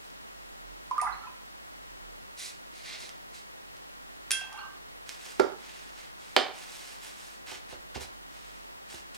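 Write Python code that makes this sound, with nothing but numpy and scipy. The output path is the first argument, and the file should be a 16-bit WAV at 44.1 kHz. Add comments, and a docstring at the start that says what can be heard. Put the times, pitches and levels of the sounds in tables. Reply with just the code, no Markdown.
"""A wet brush in a water jar, at a table in a small, quiet room: bubbles ring as short rising sines.
The brush also clinks on the jar (ringing modes, ticks) and strokes the paper (shaped, grainy noise).
Hard things are set on the table with a clack, and a hand pats it: modes plus smeared clicks.
A tissue rustles and dabs the sheet. Wide hiss, low wavering hum and faint tones lie behind."""
import sys
import numpy as np
from scipy import signal
from scipy.fft import rfft, irfft, next_fast_len
from scipy.io import wavfile
from scipy.ndimage import uniform_filter1d

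SR = 44100
rng = np.random.default_rng(int(sys.argv[2]) if len(sys.argv) > 2 else 0)


def store_pcm(level_fs):
    """Save levels as 16-bit WAV."""
    pcm = np.round(np.clip(level_fs, -1, 1) * 32767).astype(np.int16)
    wavfile.write(sys.argv[1], SR, np.atleast_2d(pcm).T)


N = 404397

# Large air bubbles: t/s, level/dB, starting f/Hz, t60/s
BUBBLES = [(.911, -20, 1011, 0.067), (.980, -18, 1197, 0.09), (.998, -28.5, 1950, 0.021),
           (1.003, -33, 2200, 0.022), (1.014, -39.5, 2610, 0.041), (1.020, -27, 752, 0.14),
           (1.029, -20, 971, 0.045), (1.0559, -22, 1173, 0.04), (1.067, -30, 843, 0.072),
           (1.068, -30.5, 1998, 0.039), (1.070, -24, 1360, 0.048), (1.123, -47.5, 4200, 0.19),
           (1.123, -46, 3950, 0.049), (1.189, -51, 1260, 0.07), (1.236, -38.5, 1324, 0.089),
           (1.27, -35, 1003, 0.06), (1.27, -46, 2520, 0.043), (4.415, -37, 745, 0.052),
           (4.495, -48, 717, .06), (4.541, -39.5, 820, 0.063), (4.573, -43.5, 2760, 0.084),
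           (4.587, -38.5, 838, 0.054), (4.589, -38.5, 1360, 0.056), (4.590, -34, 4270, 0.014),
           (4.592, -46, 1030, 0.035), (4.61, -46, 2870, 0.15), (4.63, -40.5, 1192, 0.11),
           (4.685, -43, 1190, 0.04)]
# Brush stirs, each shedding a swarm of tiny bubbles: t of height/s, typical level/dB, build/(dB/s), decay/(dB/s)
STIRS = [(.915, -41, 1503, 120), (1.075, -34, 220, 183), (1.24, -48, 69.5, 160), (4.59, -40.5, 70, 118)]
SWARM_PER_S, SWARM_HZ, SWARM_LOG_SPREAD = 175, 1514, 0.409
SWARM_RANGE_DB = 18  # below the height, where a stir begins and ends
BUBBLE_ONSET_S = 0.001

# Brush touches the jar: t/s, glass level/dB, ferrule level/dB, tick level/dB
CLINKS = [(.911, -70, -62, -45), (.980, -79, -50, -43.5), (1.0144, -73, -32, -43),
          (4.3072, -34, -31, -19.5), (4.3157, -28, -18.5, -21), (4.411, -40, -58, -41),
          (4.528, -57, -51, -42.5), (4.575, -62, -55, -54)]
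# Soft bumps of wet bristles, waking only the lowest glass mode: t/s, level/dB
BUMPS = [(4.543, -40), (4.61, -42)]
# Glass jar modes: f/Hz, level/dB, t60/s
GLASS_MODES = [(1571, -5, .23), (2095, -18, .16), (2668, 2, .09), (2748, -11, .1), (2794, -11, .11),
               (3258, -2.5, .35), (3315, -18, .22), (5180, -10, .08), (6146, -13, .14)]
# Metal ferrule modes: f/Hz, level/dB, t60/s
FERRULE_MODES = [(9300, -46, 0.047), (9572, -27, 0.08), (9730, -41, 0.061), (10000, -26, 0.098)]
# Dense ferrule modes, spectral density: f/Hz, level/dB per Hz
FERRULE_DENSE = [(2000, -54), (5000, -7.5), (7800, -5.5), (9000, -1), (9700, 9), (10500, -7), (12000, -19),
                 (16000, -31)]
# Contact tick, spectral density: f/Hz, level/dB per Hz
TICK_COLOUR = [(100, -62), (300, -16.5), (900, -7.5), (2400, 2.5), (4000, -1), (5300, 3), (7000, -1.5),
               (10000, -9.5), (12000, -11), (16000, -29)]

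# Blows on the table: t/s, board level/dB, hard clack level/dB, soft push level/dB, tick level/dB
KNOCKS = [(.102, -80, -67, -83, -49), (3.035, -55, -80, -63, -80), (3.0923, -75, -51.5, -78, -36),
          (3.768, -83, -64, -85, -46.5), (5.0923, -64, -57, -80, -27.5), (5.263, -57, -49, -73, -37.5),
          (5.309, -60, -71, -78, -44), (5.3961, -16, -46, -48, -37), (5.3991, -28, -31, -80, -26.5),
          (6.3643, -20, -11.5, -58, -18.5), (7.517, -45, -43, -53.5, -63), (7.726, -46, -45, -50.5, -56),
          (7.958, -54, -44, -39.5, -62), (7.971, -43, -56, -47, -60), (8.011, -48, -62, -53, -58),
          (8.94, -63, -72, -51.5, -64)]
# Table top modes: f/Hz, level/dB, t60/s
BOARD_MODES = [(243, -19, .11), (378, -1.5, .12), (440, -9, .08), (503, -4, .09), (575, -6, .1),
               (640, -14, .07), (836, -16, .08), (958, -15, .1), (1385, -11, .07), (1700, -17, .06)]
# Modes of hard things set on the table: f/Hz, level/dB, t60/s
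CLACK_MODES = [(745, -18, .26), (775, -19, .24), (1890, -18, .05), (2865, -13, .04), (3075, -15, .04),
               (3195, -10, .04), (5030, -18, .05)]
# Slow flexing modes of the table: f/Hz, level/dB, t60/s
FLEX_MODES = [(67.4, -4, 0.17), (126, -1, 0.076), (219, -0.5, 0.094), (347, 6, 0.076)]
# Dense short-lived table top modes, spectral density: f/Hz, level/dB per Hz
BOARD_DENSE = [(100, -48), (200, -8.5), (340, -4.5), (560, 0), (950, -6), (1400, -12), (2200, -21),
               (5000, -42), (12000, -73)]
# Dense short-lived modes of the hard things, spectral density: f/Hz, level/dB per Hz
CLACK_DENSE = [(150, -24.5), (400, 3.5), (900, 1.5), (2200, -2.5), (3200, 0), (4500, -3.5), (5800, -16),
               (8500, -23.5), (14000, -65)]
# Dull pat of a hand on the sheet, spectral density: f/Hz, level/dB per Hz
PAT_COLOUR = [(60, -14), (170, -11), (330, 2), (480, -10), (780, 6.5), (1200, -12), (2000, -18),
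              (8000, -47)]

# Wet bristle strokes on paper: start t/s, length/s, level/dB, treble re level/dB
STROKES = [(0, 0.12, -63.5, -2), (2.365, 0.18, -41.5, -1.5), (2.715, 0.21, -53.5, -9),
           (2.835, 0.16, -44.5, -18.5), (2.915, 0.089, -49.5, -22), (2.975, 0.14, -47, -9),
           (3.325, .11, -51.5, -6.5)]
# Bristle noise, spectral density: f/Hz, level/dB per Hz
BRISTLE_COLOUR = [(150, -47), (250, -19), (353, -12), (499, -17.5), (705, -7.5), (897, -16.5), (1670, -8.5),
                  (2130, 1.5), (3060, -5), (3890, 1), (10200, -9.5), (15500, -32)]
# Hand slides, tissue crumples and dabs: start t/s, length/s, level/dB, treble re level/dB
RUSTLES = [(5.05, 0.18, -51.5, -5), (5.19, 0.23, -49, -3), (5.55, 0.5, -53, -7.5), (5.95, 0.17, -54, -9.5),
           (6.15, 0.29, -55.5, -6), (6.52, 0.26, -49, -5.5), (6.67, 0.44, -49.5, -3.5),
           (7.01, 0.16, -49.5, -3), (7.13, 0.29, -52.5, -2.5), (7.455, 0.15, -44, -9.5),
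           (7.68, 0.091, -51, -9), (7.94, 0.055, -43.5, -18), (7.995, 0.072, -44, -4),
           (8.25, .5, -58.5, -6), (8.88, 0.15, -48, -4.5), (9.14, .055, -47, -3)]
# Tissue noise, spectral density: f/Hz, level/dB per Hz
TISSUE_COLOUR = [(120, -49), (200, -18), (827, -3.5), (923, -4.5), (1400, -3.5), (1510, -2), (2560, 0.5),
                 (2900, -0.5), (8500, -1.5), (15500, -17)]
# Attack and release as shares of a rub's length; exponent of the release
RUB_ATTACK_SHARE, RUB_RELEASE_SHARE, RUB_BEND = 0.21, 0.6, 0.79

# Decay of the room's reflections: f/Hz, t60/s
ROOM_T60 = [(100, 0.37), (350, 0.31), (900, 0.45), (2000, 0.39), (4000, .36), (8000, 0.29), (15000, 0.13)]

# Hiss alike in both ears, spectral density: f/Hz, level/dB per Hz
HISS_MID_COLOUR = [(53, -8), (90, -4.5), (249, -4), (289, -3.5), (367, -3.5), (486, -7), (749, -3.5),
                   (1530, -3.5), (1820, -5), (1940, -3.5), (2410, -9.5), (2630, -5.5), (15800, -16.5)]
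# Hiss opposed between the ears, spectral density: f/Hz, level/dB per Hz
HISS_SIDE_COLOUR = [(30, 2), (70, -4.5), (140, -0.5), (300, -0.5), (800, 1), (1300, -1), (2400, -6),
                    (4800, -13), (9000, -20), (15800, -29)]
HISS_MID_DB, HISS_SIDE_DB = -58.5, -46.5
# Faint electrical tones: f/Hz, rms level/dB
WHINES = [(1903, -74), (15734, -83)]
# Low hum of the room, spectral density: f/Hz, level/dB per Hz
HUM_COLOUR = [(25, -53), (39, -14), (46, 9), (52, 4.5), (62, -12), (110, -37), (300, -81)]
# Hum swells: t of height/s, width/s, level/dB (before the ear gains)
HUM_SWELLS = [(.7, 0.14, -64), (1.1, 0.087, -60), (2.0, 0.17, -63.5)]
HUM_DB, HUM_WAVER_DB, HUM_WAVER_HZ = -68, 1.8, 0.86  # level before the ear gains
EDGE_HZ = 15950


def water():
    """Large bubbles over a swarm of small, quick ones that builds and dies with each stir."""
    near, swarm = np.zeros((2, N))
    for t_s, level_db, hz, t60_s in BUBBLES:
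        add(near, t_s, bubble(level_db, hz, t60_s, rise=0.016))
    for t_s, top_db, build_db_s, decay_db_s in STIRS:
        first_s, last_s = -SWARM_RANGE_DB / build_db_s, SWARM_RANGE_DB / decay_db_s
        offsets_s = np.arange(first_s, last_s, 1 / SWARM_PER_S)
        for offset_s, (late, pitch, strength) in zip(offsets_s, rng.standard_normal((256, 3))):
            hz = SWARM_HZ * np.exp(SWARM_LOG_SPREAD * max(pitch, -1.6))
            level_db = top_db + min(build_db_s * offset_s, -decay_db_s * offset_s)
            level_db += 3 * strength - 3 * max(pitch, 0)  # high ones weaker
            sound = bubble(level_db, hz, t60_s=45 / hz, rise=0.12)
            add(swarm, t_s + offset_s + 0.003 * late, sound)
    x = radiated(near + swarm, low_hz=513)
    direct = place(x, right_db=4.0, lead_rad=1.0)
    return direct + room(x, wet_db=-3.0, right_db=6.5, alike=0.05)


def bubble(level_db, hz, t60_s, rise):
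    """A trapped bubble rings as a short sine, rising in pitch as it nears the surface."""
    t = np.arange(SR // 4) / SR
    envelope = amp(level_db - 60 * t / t60_s) * (1 - np.exp(-t / BUBBLE_ONSET_S))
    cycles = hz * (t + rise * t ** 2 / t60_s)
    return envelope * np.sin(2 * np.pi * cycles)


def jar():
    """The brush ticks on the glass; jar and ferrule ring in their modes."""
    rings, ticks = np.zeros((2, N))
    glass, ferrule, lowest = ring(GLASS_MODES), ring(FERRULE_MODES), ring(GLASS_MODES[:1])
    for t_s, glass_db, ferrule_db, tick_db in CLINKS:
        add(rings, t_s, amp(glass_db) * glass + amp(ferrule_db) * ferrule)
        add(ticks, t_s, amp(ferrule_db) * burst(FERRULE_DENSE, spread_s=0.0018))
        add(ticks, t_s, amp(tick_db) * burst(TICK_COLOUR, spread_s=0.00106))
    for t_s, level_db in BUMPS:
        add(rings, t_s, amp(level_db) * lowest)
    rings = radiated(rings, low_hz=434)
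    direct = place(rings + ticks, right_db=2.5, lead_rad=0.8)
    return direct + room(amp(1.5) * rings + ticks, wet_db=-2.5, right_db=2.5, alike=0.18)


def rubbing():
    """Wet bristles drag on paper; the hand slides off the sheet, crumples a tissue and dabs with it."""
    bristles = rub(STROKES, BRISTLE_COLOUR, grain_db=1.5, grain_hz=250, usual_treble_db=-8.5)
    tissue = rub(RUSTLES, TISSUE_COLOUR, grain_db=1.7, grain_hz=150, usual_treble_db=-1)
    x = bristles + tissue
    direct = place(x, right_db=3.0, lead_rad=0.7)
    return direct + room(x, wet_db=-6.5, right_db=1.5, alike=0.22)


def rub(strokes, colour, grain_db, grain_hz, usual_treble_db):
    """Fibres catch and slip in clumps; each rub swells, holds and eases off with its own brightness."""
    out = np.zeros(N)
    hiss = noise(colour, size=N) * amp(grain_db * wander(grain_hz, size=N))
    treble = signal.sosfiltfilt(signal.butter(2, 5500, "high", fs=SR, output="sos"), hiss)
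    for start_s, length_s, level_db, treble_db in strokes:
        first = max(int(start_s * SR), 0)
        last = min(int((start_s + length_s) * SR), N)
        i = np.arange(first, last)
        done = np.linspace(0, 1, len(i))
        attack = np.minimum(done / RUB_ATTACK_SHARE, 1)
        release = np.minimum((1 - done) / RUB_RELEASE_SHARE, 1) ** RUB_BEND
        treble_gain = amp(np.clip(treble_db - usual_treble_db, -13, 5))
        shaded = evened(hiss[i] + (treble_gain - 1) * treble[i])
        out[i] += amp(level_db) * attack * release * shaded
    return out


def table():
    """Blows ring the table top; hard things add a clack and a tick, a soft hand a low push."""
    top, push, high = np.zeros((3, N))
    board, clack, flex = ring(BOARD_MODES), ring(CLACK_MODES), ring(FLEX_MODES)
    for t_s, board_db, clack_db, push_db, tick_db in KNOCKS:
        add(top, t_s, amp(board_db) * board)
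        add(top, t_s, amp(board_db + 0.5) * burst(BOARD_DENSE, spread_s=0.003495))
        add(push, t_s, amp(push_db) * flex)
        add(push, t_s, amp(push_db + 1.5) * burst(PAT_COLOUR, spread_s=0.006))
        add(high, t_s, amp(clack_db) * clack)
        add(high, t_s, amp(clack_db) * burst(CLACK_DENSE, spread_s=0.0025))
        add(high, t_s, amp(tick_db) * burst(TICK_COLOUR, spread_s=0.000709))
    low = radiated(top, low_hz=195) + push
    high = radiated(high, low_hz=280)
    thud = place(low, right_db=8.0, lead_rad=1.8)
    thud += room(low, wet_db=-7.5, right_db=11.5, alike=-0.13)
    hard = place(high, right_db=4.5, lead_rad=0.27)
    return thud + hard + room(high, wet_db=-5, right_db=4.0, alike=0.7)


def background():
    """Wide hiss, a low wavering hum mostly on the right, and faint electrical tones."""
    t = np.arange(N) / SR
    mid = amp(HISS_MID_DB) * noise(HISS_MID_COLOUR, size=N)
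    for hz, rms_db in WHINES:
        mid += amp(rms_db) * np.sqrt(2) * np.sin(2 * np.pi * hz * t)
    side = amp(HISS_SIDE_DB) * noise(HISS_SIDE_COLOUR, size=N)
    hum_level = amp(HUM_DB + HUM_WAVER_DB * wander(HUM_WAVER_HZ, size=N))
    for t_s, width_s, level_db in HUM_SWELLS:
        hum_level += amp(level_db) * np.exp(-((t - t_s) / width_s) ** 2)
    hum = signal.hilbert(noise(HUM_COLOUR, size=next_fast_len(N)))[:N]
    hum = evened(hum.real / (abs(hum) + 0.5)) * hum_level  # envelope partly flattened
    left = mid + side - amp(-2.0) * hum
    right = mid - side + amp(9.5) * hum
    return np.array([left, right])


def ring(modes):
    """Struck body: sum of dying sines, neighbouring modes swinging in opposite senses."""
    t = event_time_s()
    out = np.zeros(len(t))
    for k, (hz, level_db, t60_s) in enumerate(modes):
        out += (-1) ** k * amp(level_db - 60 * t / t60_s) * np.sin(2 * np.pi * hz * t)
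    return out


def burst(colour, spread_s):
    """Click smeared by dense modes: each frequency leaves after its own delay, spread_s on average."""
    size = 8192
    hz = np.fft.rfftfreq(size, 1 / SR)
    log_gain = np.log(amp(read(colour, hz)))
    mirrored = np.r_[log_gain, log_gain[-2:0:-1]]
    lag_rad = signal.hilbert(mirrored).imag[:len(hz)]  # makes the colour causal
    scatter = evened(uniform_filter1d(rng.standard_normal(len(hz)), size=40))
    delay_s = spread_s * scatter ** 2
    phase_rad = lag_rad + 2 * np.pi * np.cumsum(delay_s) * hz[1]
    x = irfft(np.exp(log_gain - 1j * phase_rad))[:size // 2]
    return x * np.sqrt(spread_s * SR) / np.linalg.norm(x)


def radiated(x, low_hz):
    """High-pass: a small body radiates little below its lowest modes."""
    return signal.sosfilt(signal.butter(3, low_hz, "high", fs=SR, output="sos"), x)


def place(x, right_db, lead_rad):
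    """Off-centre sound: louder on the right, while the left leads in phase."""
    z = signal.hilbert(x, next_fast_len(N))[:N]
    left = amp(-right_db / 2) * (z * np.exp(1j * lead_rad)).real
    right = amp(right_db / 2) * x
    return np.array([left, right])


def room(x, wet_db, right_db, alike):
    """Dense reflections of a small room; each band dies at its own speed."""
    t = event_time_s()
    echoes = rng.standard_normal((2, len(t))) * (rng.random((2, len(t))) < 0.15)
    a, b = echoes * np.clip((t - 0.002) / 0.0011, 0, 1)
    alike = np.clip(alike, -1, 1)  # correlation of the ears
    pair = np.array([alike * a + np.sqrt(1 - alike ** 2) * b, a])
    hz, frame_s, z = signal.stft(pair, SR, nperseg=256)
    decay = amp(-60 * frame_s / read(ROOM_T60, hz)[:, None])
    tail = signal.istft(z * decay, SR, nperseg=256)[1]
    ear_db = np.array([[-right_db], [right_db]]) / 2
    tail *= amp(wet_db + ear_db) / np.linalg.norm(tail[1])
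    return signal.fftconvolve(x[None], tail, axes=1)[:, :N]


def noise(colour, size):
    """Noise of a given colour, rms 1."""
    n = next_fast_len(size)
    gain = amp(read(colour, np.fft.rfftfreq(n, 1 / SR)))
    return evened(irfft(rfft(rng.standard_normal(n)) * gain, n)[:size])


def wander(rate_hz, size):
    """Low-passed noise, rms 1."""
    lowpass = signal.butter(2, rate_hz, fs=SR, output="sos")
    return evened(signal.sosfilt(lowpass, rng.standard_normal(size)))


def event_time_s():
    """Time axis of one ringing event."""
    return np.arange(SR * 2 // 3) / SR


def amp(db):
    """Decibels to gain."""
    return 10 ** (np.asarray(db) / 20)


def evened(x):
    """Scales to rms 1."""
    return x / np.sqrt(np.mean(x ** 2) + 1e-20)


def read(points, hz):
    """Interpolates a table on a log-frequency axis."""
    f, value = np.transpose(points)
    return np.interp(np.log(hz + 1), np.log(f + 1), value)


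def add(mix, t_s, sound):
    """Mixes a sound in at time t_s."""
    part = mix[..., max(round(t_s * SR), 0):][..., :sound.shape[-1]]
    part += sound[..., :part.shape[-1]]


def scene():
    """All sources together."""
    return water() + jar() + rubbing() + table() + background()


def record(dry):
    """Band limit: low-pass at EDGE_HZ."""
    lowpass = signal.firwin(511, EDGE_HZ, window=("kaiser", 9), fs=SR)
    return signal.oaconvolve(dry, lowpass[None], "same")


dry = scene()
out = record(dry)
store_pcm(out)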